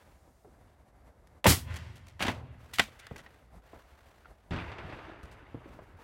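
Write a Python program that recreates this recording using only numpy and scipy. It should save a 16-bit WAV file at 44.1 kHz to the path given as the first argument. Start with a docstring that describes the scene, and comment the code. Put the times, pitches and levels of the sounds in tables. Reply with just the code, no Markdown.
"""A firecracker goes off inside a washing machine at the edge of a wood at night: noise bursts make the
slams, fading sine waves the boom, and a noise surge the gas jet. A fuse-like noise fizz comes first.
The thrown top panel clatters on the cabinet and the ground, walls hum, and ticks, knocks and thuds sound.
The wood echoes blast and clatter. Later a far firework thumps and rolls over the land as fading noise.
Faint rustling and night air, both filtered noise, lie underneath."""
import sys
import numpy as np
from scipy import signal
from scipy.io import wavfile

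SR = 44100
rng = np.random.default_rng(int(sys.argv[2]) if len(sys.argv) > 2 else 0)


def log_audio(samples):
    """Write samples as a 16-bit WAV file to the path given in sys.argv[1]."""
    # one column per channel
    frames = np.atleast_2d(samples).T
    # limit to full scale, then quantise
    limited = np.clip(frames, -1, 1)
    pcm = np.round(limited * 32767).astype(np.int16)
    wavfile.write(sys.argv[1], SR, pcm)


N = 266055
TIME = np.arange(N) / SR
# Noise is split into 26 bands, evenly spaced in pitch
EDGES = np.geomspace(22, 17000, 27)
CENTRES = np.sqrt(EDGES[1:] * EDGES[:-1])

# In the tables, t60_s is the time to fade by 60 dB; for noise bursts it holds at 2000 Hz.
# Noise colours only set a balance: each is scaled to total power 1, or its echo is scaled as a whole.

# Night air, balance of the noise: pitch_hz, level_db (per Hz)
NIGHT_COLOUR = [(12, -43), (20, -19.5), (59, 6), (107, -8), (137, -9.5), (496, -17.5), (603, -11),
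                (942, -20), (1280, -23), (2370, -29), (2650, -44), (3310, -36.5), (4760, -40.5),
                (13000, -43), (15800, -57.5)]
NIGHT_DB = -60

# Rustling bouts in dry undergrowth: start_s, length_s, level_db
RUSTLES = [(-.07, 0.061, -62.5), (0.632, 0.058, -72.5), (2.566, 0.74, -63), (3.614, 0.42, -63),
           (4.046, 0.46, -74), (5.626, 0.12, -64), (5.965, .1, -59)]
# Balance of the leaf noise: pitch_hz, level_db (per Hz)
RUSTLE_COLOUR = [(50, -21.5), (500, 6.5), (1500, 3.5), (3000, -4.5), (6000, -13.5), (16000, -19.5)]
RUSTLE_ATTACK_S, RUSTLE_FALL_DB_PER_S = 0.052, 61.5

FAR_BANG_S = 4.509
# Firework sound coming back from ever more distant land:
# delay_s, level_db, rise_db_per_s, fall_db_per_s
LAND_RETURNS = [(.07, -40, 26, 112), (.42, -45, 14, 34), (1.15, -55, 1, 20.5)]
# Balance of the rolling noise: pitch_hz, level_db (per Hz)
ROLL_COLOUR = [(24, -25.5), (40, -9.5), (90, -5), (213, -19), (335, -8), (446, -12), (1130, -10.5),
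               (1270, -10), (2540, -17), (4200, -30), (7630, -53.5), (12000, -81), (15600, -88),
               (22000, -120)]
# Balance of the first low rumble: pitch_hz, level_db (per Hz)
RUMBLE_COLOUR = [(25, -4), (85, 11.5), (280, 4.5), (600, -39.0), (2000, -33), (16000, -82)]
# Ringing tones of the far bang: pitch_hz, level_db, t60_s
FAR_TONES = [(40.8, -40, 0.37), (84, -29, 0.28), (174.5, -34, 0.4), (328.6, -43, 0.38)]
# Single reports within the roll: start_s, level_db
FAR_REPORTS = [(4.508, -42.5), (4.534, -45), (4.562, -42.5), (4.717, -41.5), (4.784, -39), (4.925, -38)]
# Brightness at the far bang in dB per octave, and how much of it each second of delay takes away
REPORT_T60_S, REPORT_TILT_DB, REPORT_DULLING_DB_PER_S = 0.093, 6.5, 21
# Deep thumps from far off: start_s, level_db
FAR_THUMPS = [(4.843, -38), (5.234, -43.5), (5.944, -47.5)]
THUMP_HZ, THUMP_T60_S = 80.1, 0.085

# Answers of the ground, the first trunks and the depth of the wood:
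# delay_s, level_db (relative), rise_db_per_s, fall_db_per_s
WOOD_RETURNS = [(.015, -2.5, 1500, 135), (.23, -2.5, 331, 74.5), (.4, -20, 60, 27.5)]
# Balance of the echo: pitch_hz, level_db (relative)
WOODS_COLOUR = [(22, -18), (50, -5.5), (92, 5), (170, -8.5), (500, -8.5), (950, -5.5), (1400, 2),
                (3000, -2.5), (6000, -10.5), (15000, -23.5)]
WOODS_LENGTH_S = 1.5
# The ground slope throws the low boom back in one piece
SLOPE_DELAY_S, SLOPE_DB, SLOPE_CUT_HZ = .226, -24, 120

# Small crackling ticks close by: start_s, level_db, t60_s
TICKS = [(1.272, -60.5, .03), (1.741, -47.5, 0.066), (1.7589, -40.5, 0.11), (1.956, -58, .17),
         (2.066, -63, .14), (2.081, -56, 0.16), (2.991, -51, 0.13), (3.0677, -48, 0.028),
         (3.159, -52.5, 0.074), (3.1787, -53, 0.15), (4.182, -61, 0.0302), (5.2308, -59.5, 0.19),
         (5.314, -61.5, 0.23)]
# Balance of the tick noise: pitch_hz, level_db (per Hz)
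TICK_COLOUR = [(25, -66), (200, -26), (900, -6), (1800, -1), (3000, -4), (6000, -8.5), (10000, -11.5),
               (16000, -22.5)]
# Light hard knocks: start_s, level_db, pitch_hz
KNOCKS = [(3.068, -57, 1725), (3.160, -50.5, 1620), (3.192, -54, 1930), (3.263, -50, 1877),
          (4.247, -61.5, 1500), (4.2565, -54.5, 1390)]
KNOCK_T60_S = 0.067
# Soft thuds, perhaps steps or handling: start_s, level_db, pitch_hz, t60_s
THUDS = [(.277, -55.5, 515, 0.1), (.447, -48.5, 427, 0.12), (2.884, -44, 550, 0.027),
         (3.111, -36.5, 410, .04), (3.115, -35.5, 140, 0.055), (3.152, -56, 421, 0.36),
         (3.732, -47, 665, 0.15), (5.096, -42.5, 664, 0.06), (5.545, -34.5, 270, 0.08),
         (5.657, -50.5, 318, 0.41), (5.79, -42, 645, 0.067), (5.989, -56, 894, 0.27)]
# Each thud settles with a softer, lower second touch (pitch is a ratio)
SETTLE_S, SETTLE_DB, SETTLE_PITCH = 0.026, -9.5, 0.81

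# Side walls set humming: start_s, level_db, brightness_db_per_octave, t60_s
WALL_BLOWS = [(1.481, -41.5, -5.5, 1), (2.223, -45, 2, 0.47), (2.29, -46, 3, 0.47)]
# Clearest tones of the walls: pitch_hz, level_db (relative to the blow), t60_s
WALL_TONES = [(78, -6, 1.6), (95.6, -4, 2.1), (119.4, -8, 2.3), (231, -11.5, 1.2), (250, -11.5, 1.6),
              (680, -22.5, .55), (850, -22.5, 0.45), (1160, -26.5, 1.2)]
# Balance of the wall noise: pitch_hz, level_db (per Hz)
WALL_COLOUR = [(25, -46.5), (55, -15), (85, 2), (125, 0), (175, -10.5), (290, -12), (430, -14.5),
               (800, -14.5), (1400, -24), (4000, -38), (16000, -68.5)]

# The top panel hits the cabinet, then the ground:
# start_s, level_db, brightness_db_per_octave, t60_s
PANEL_HITS = [(2.194, -43.5, 1, 0.098), (2.205, -29.5, -2.5, 0.19), (2.214, -35.5, 3, 0.086),
              (2.225, -31, 4, 0.046), (2.249, -36, -2, 0.17), (2.266, -39, 2, 0.059),
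              (2.281, -23, -2.5, 0.073), (2.7349, -37.5, 7, 0.15), (2.785, -27, 1, 0.036),
              (2.7953, -12.5, -0.36, 0.049)]
# Balance of the panel noise: pitch_hz, level_db (per Hz)
PANEL_COLOUR = [(25, -31), (80, -5.5), (230, -2), (450, -9.5), (700, -2), (1000, -3.5), (2000, 0.5),
                (3200, -4.5), (4300, -11.5), (6300, -17.5), (8000, -19.5), (16000, -33.5)]
# Ringing tones of the panel: pitch_hz, level_db (relative to one another), t60_s
PANEL_TONES = [(214, -8, .15), (989, 8.5, 0.02), (1140, -29, 0.18), (1255, -22.5, .06), (1497, -10, 0.077),
               (1640, -19, 0.034), (1954, -0.5, 0.072), (2293, -15.5, 0.17), (3250, 0.5, 0.051)]
# After each hit the loose trim buzzes on, far softer (level relative to the hit, tilt per octave)
BUZZ_LAG_S, BUZZ_DB, BUZZ_TILT_DB, BUZZ_T60_S = .018, -30.5, 4, .27

# Balance of the fizz: pitch_hz, level_db (per Hz)
FUSE_COLOUR = [(500, -31.5), (2000, -5), (8000, 2), (15000, -6)]
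FUSE_END_S, FUSE_DB, FUSE_FALL_DB_PER_S = .44, -77, 45.5

# The charge cracks and the cabinet slams outwards:
# start_s, level_db, brightness_db_per_octave, t60_s
SLAMS = [(1.4428, -23, 6, 0.023), (1.4450, -25.5, -2, 0.027), (1.4505, -33, 8.5, 0.035),
         (1.4540, -21.5, -4.5, 0.068), (1.4568, -16.5, -2.5, 0.074), (1.4655, -16.5, 5, 0.049)]
# Balance of the sheet steel noise: pitch_hz, level_db (per Hz)
STEEL_COLOUR = [(30, -34.5), (100, -15.5), (300, -16.5), (550, -2), (750, -7.5), (980, 2), (1280, -18),
                (1800, -9), (2800, -10), (4200, -26.5), (9000, -33.5), (16000, -52.5)]
# Tones of the cabinet booming under the pressure wave: pitch_hz, level_db, t60_s
BOOM_TONES = [(50, -21.5, .14), (85.4, -14, .22), (118.4, -19, 0.23), (190.1, -19, .14), (291, -23.5, .1),
              (367, -22, .14), (543, -19.5, 0.11), (953, -20, 0.097)]
# Each tone starts 1.4 of its own cycles late, so the low ones come last
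BOOM_S, BOOM_LAG_CYCLES = 1.4545, 1.4
# Balance of the gas jet noise: pitch_hz, level_db (per Hz)
JET_COLOUR = [(22, -24), (45, -15), (80, -5), (115, -8), (190, -10.5), (340, -16), (500, -21.5),
              (750, -20.5), (920, -21.5), (1270, -21.5), (1550, -20), (5390, -21), (12800, -25),
              (15800, -29.5)]
# The jet grows while the gap under the top opens, then dies as the pressure drops
JET_S, JET_OPENING_S, JET_DB = 1.4648, 0.042, -18.5
JET_RISE_DB_PER_S, JET_FALL_DB_PER_S = 109, 291

CUTOFF_HZ = 15950


def from_db(db):
    """Turn decibels into a gain."""
    return 10 ** (np.asarray(db) / 20)


def at_hz(points, hz):
    """Read a colour table at any pitch, with pitch spaced as we hear it."""
    table_hz, db = np.transpose(points)
    return np.interp(np.log(hz), np.log(table_hz), db)


def noise_bands():
    """Make one row of noise per band, all equally strong; neighbours are unrelated."""
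    white = rng.standard_normal((2, N))
    rows = []
    for k in range(len(CENTRES)):
        band_filter = signal.butter(2, EDGES[k:k + 2], "band", fs=SR, output="sos")
        rows.append(signal.sosfilt(band_filter, white[k % 2]))
    rows = np.array(rows)
    return rows / rows.std(axis=1, keepdims=True)


def shares(colour, tilt_db=0):
    """Give each band its share of a total power of 1, tilted by some dB per octave."""
    level_db = at_hz(colour, CENTRES) + tilt_db * np.log2(CENTRES)
    gain = from_db(level_db) * np.sqrt(np.diff(EDGES))  # wider bands hold more power
    return gain / np.linalg.norm(gain)


def flutter(rate, depth_db):
    """Make a gain that wanders at random, with a new target `rate` times a second."""
    knots = np.arange(0, TIME[-1] + 1, 1 / rate)
    return from_db(depth_db * np.interp(TIME, knots, rng.standard_normal(len(knots))))


def surge(age, peak_s, rise_db_per_s, fall_db_per_s):
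    """Make a gain that sets in at age 0, grows to 1 at peak_s and dies away."""
    late = age - peak_s
    return (age >= 0) * from_db(np.minimum(rise_db_per_s * late, -fall_db_per_s * late))


def release(s, fall_db_per_s):
    """Make a gain that holds until time s and then fades."""
    return from_db(-fall_db_per_s * np.maximum(TIME - s, 0))


def returns(rows, age):
    """Shape scattered sound: each reflecting region sends back one surge, and their powers add."""
    power = 0
    for delay, db, rise, fall in rows:
        power = power + (from_db(db) * surge(age, delay, rise, fall)) ** 2
    return np.sqrt(power)


def add(out, s, sound):
    """Mix a sound in at time s."""
    start = int(s * SR)
    out[start:start + len(sound)] += sound[:N - start]


def ring(hz, db, t60):
    """Make one fading sine wave, like a single ringing tone of an object."""
    t = TIME[:int(1.5 * t60 * SR)]
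    return from_db(db - 60 * t / t60) * np.sin(2 * np.pi * hz * t)


def impacts(rows, colour, bands, low_linger):
    """Each blow wakes a dense crowd of tones, heard as noise; low ones build slower and last longer."""
    out = np.zeros(N)
    for s, db, tilt_db, t60 in rows:
        crowd = bands[:, int(s * SR):int((s + 2 * t60) * SR)]
        t = TIME[:crowd.shape[1]]
        band_t60 = t60 * (CENTRES[:, None] / 2000) ** -low_linger
        build_up = np.minimum(2 * t * CENTRES[:, None], 1)  # half a cycle long
        envelope = from_db(-60 * t / band_t60) * build_up
        add(out, s, from_db(db) * shares(colour, tilt_db) @ (crowd * envelope))
    return out


def bumps(rows, bands, above_db, below_db, tone_db):
    """A damped contact gives one short ringing tone and a puff of noise around its pitch."""
    out = np.zeros(N)
    for s, db, hz, t60 in rows:
        puff_colour = [(hz / 64, -10 * below_db), (hz / 2, -below_db), (hz, 0),
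                       (hz * 2, -above_db / 3), (hz * 4, -above_db), (hz * 64, -5 * above_db)]
        out += impacts([(s, db, 0, t60)], puff_colour, bands, low_linger=0.081)
        add(out, s, ring(hz, db + tone_db, t60 / 2))
    return out


def night_air(bands):
    """Soft steady noise with a slightly wandering level stands for the night air."""
    return from_db(NIGHT_DB) * (shares(NIGHT_COLOUR) @ bands) * flutter(rate=26, depth_db=3.33)


def undergrowth(bands):
    """Dry leaves stir in bouts of uneven noise that swell, hold and fade."""
    stir = np.zeros(N)
    for s, length, db in RUSTLES:
        swell = np.clip((TIME - s) / RUSTLE_ATTACK_S, 0, 1)
        stir += from_db(db) * swell * release(s + length, RUSTLE_FALL_DB_PER_S)
    return stir * (shares(RUSTLE_COLOUR) @ bands) * flutter(rate=130, depth_db=3.0)


def far_firework(bands, dulling_db=1.98, first_tilt_db=-0.34):
    """A low thump, then lumpy rolling echoes that grow duller as their paths lengthen."""
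    since_bang = TIME - FAR_BANG_S
    dullness = np.clip(since_bang, 0, 1)  # full after one second
    patchy = bands * np.array([flutter(rate=45, depth_db=2) for _ in CENTRES])
    near = shares(ROLL_COLOUR, first_tilt_db) @ patchy
    far = shares(ROLL_COLOUR, first_tilt_db - dulling_db) @ patchy
    roll_gain = returns(LAND_RETURNS, since_bang) * flutter(rate=330, depth_db=1.44)
    out = roll_gain * ((1 - dullness) * near + dullness * far)

    out += impacts([(FAR_BANG_S, -37, 0, .42)], RUMBLE_COLOUR, bands, low_linger=0.079)
    reports = []
    for s, db in FAR_REPORTS:
        tilt_db = REPORT_TILT_DB - REPORT_DULLING_DB_PER_S * (s - FAR_BANG_S)
        reports.append((s, db, tilt_db, REPORT_T60_S))
    out += impacts(reports, ROLL_COLOUR, bands[:, ::-1], low_linger=0.089)

    for hz, db, t60 in FAR_TONES:
        add(out, FAR_BANG_S, ring(hz, db, t60))
    thumps = [(s, db, THUMP_HZ, THUMP_T60_S) for s, db in FAR_THUMPS]
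    return out + bumps(thumps, bands, above_db=33.5, below_db=0.0, tone_db=9)


def woods(x, bands, wet_db=-21):
    """Ground and trunks scatter sound back as a noise-like echo; the slope adds a dull slap."""
    t = TIME[:int(WOODS_LENGTH_S * SR)]
    envelope = returns(WOOD_RETURNS, t)
    gains = from_db(at_hz(WOODS_COLOUR, CENTRES)) * np.sqrt(2 * np.diff(EDGES) / SR)
    response = (gains @ bands[:, :len(t)]) * envelope / np.linalg.norm(envelope)
    out = from_db(wet_db) * signal.fftconvolve(x, response)[:N]

    slope_filter = signal.butter(4, SLOPE_CUT_HZ, fs=SR, output="sos")
    add(out, SLOPE_DELAY_S, from_db(SLOPE_DB) * signal.sosfilt(slope_filter, x))
    return out


def ticks_and_thuds(bands):
    """Crackling noise ticks, light hard knocks and soft thuds, perhaps steps or handling."""
    tick_rows = [(s, db, 0, t60) for s, db, t60 in TICKS]
    ticks = impacts(tick_rows, TICK_COLOUR, bands, low_linger=0.2) * flutter(rate=370, depth_db=5.0)
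    knock_rows = [(s, db, hz, KNOCK_T60_S) for s, db, hz in KNOCKS]
    knocks = bumps(knock_rows, bands, above_db=31, below_db=1, tone_db=8)
    settles = [(s + SETTLE_S, db + SETTLE_DB, hz * SETTLE_PITCH, t60) for s, db, hz, t60 in THUDS]
    thuds = bumps(THUDS + settles, bands, above_db=25.5, below_db=-1, tone_db=1)
    return ticks + knocks + thuds


def walls(bands):
    """The thin side walls keep humming after a blow, their close tones beating."""
    out = impacts(WALL_BLOWS, WALL_COLOUR, bands, low_linger=0.38)
    for s, db, _, _ in WALL_BLOWS:
        for hz, tone_db, t60 in WALL_TONES:
            add(out, s, ring(hz, db + tone_db, t60))
    return out


def panel(bands, tones_db=-12.0):
    """The loose top rattles as it strikes, each blow with its own mix of ringing tones."""
    buzzes = [(s + BUZZ_LAG_S, db + BUZZ_DB, BUZZ_TILT_DB, BUZZ_T60_S) for s, db, _, _ in PANEL_HITS]
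    out = impacts(PANEL_HITS + buzzes, PANEL_COLOUR, bands, low_linger=0.092)
    out *= flutter(rate=200, depth_db=2.5)
    for s, db, _, _ in PANEL_HITS:
        for hz, tone_db, t60 in PANEL_TONES:
            direction = rng.choice([-1, 1])  # the wave starts up or down
            level_db = db + tone_db + tones_db + rng.normal(0, 1.0)
            add(out, s, direction * ring(hz, level_db, t60))
    return out


def fuse(bands):
    """A thin, even noise fizz, likely the fuse, starts to fade about a second before the bang."""
    return from_db(FUSE_DB) * release(FUSE_END_S, FUSE_FALL_DB_PER_S) * (shares(FUSE_COLOUR) @ bands)


def blast(bands):
    """The steel slams, the cabinet booms, and turbulent gas rushes out of the gap."""
    out = impacts(SLAMS, STEEL_COLOUR, bands, low_linger=0.056)
    for hz, db, t60 in BOOM_TONES:
        add(out, BOOM_S + BOOM_LAG_CYCLES / hz, ring(hz, db, t60))
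    jet_shape = surge(TIME - JET_S, JET_OPENING_S, JET_RISE_DB_PER_S, JET_FALL_DB_PER_S)
    jet_noise = shares(JET_COLOUR) @ bands[:, ::-1]  # reversed noise, unlike that of the slams
    return out + from_db(JET_DB) * jet_shape * jet_noise


def scene(blast_echo_db=1, clatter_echo_db=-7):
    """The blast carries far into the wood, sounds near the ground less so; night air lies under all."""
    bands, air, trees = noise_bands(), noise_bands(), noise_bands()
    background = night_air(air) + undergrowth(air[:, ::-1]) + far_firework(trees)
    clatter = panel(bands) + walls(bands) + ticks_and_thuds(bands)
    bang = blast(bands)
    echo = woods(from_db(blast_echo_db) * bang + from_db(clatter_echo_db) * clatter, trees)
    return (background + echo + clatter + fuse(bands) + bang)[None]


def record(dry, low_cut_hz=32):
    """The microphone drops the deepest bass, rounds the loudest peaks and cuts the top."""
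    ceiling = .7
    low_cut = signal.butter(2, low_cut_hz, "high", fs=SR, output="sos")
    thin = signal.sosfilt(low_cut, dry)
    rounded = ceiling * np.tanh(thin / ceiling)
    top_cut = signal.ellip(12, .1, 70, CUTOFF_HZ, fs=SR, output="sos")
    return signal.sosfilt(top_cut, rounded)


dry = scene()
out = record(dry)
log_audio(out)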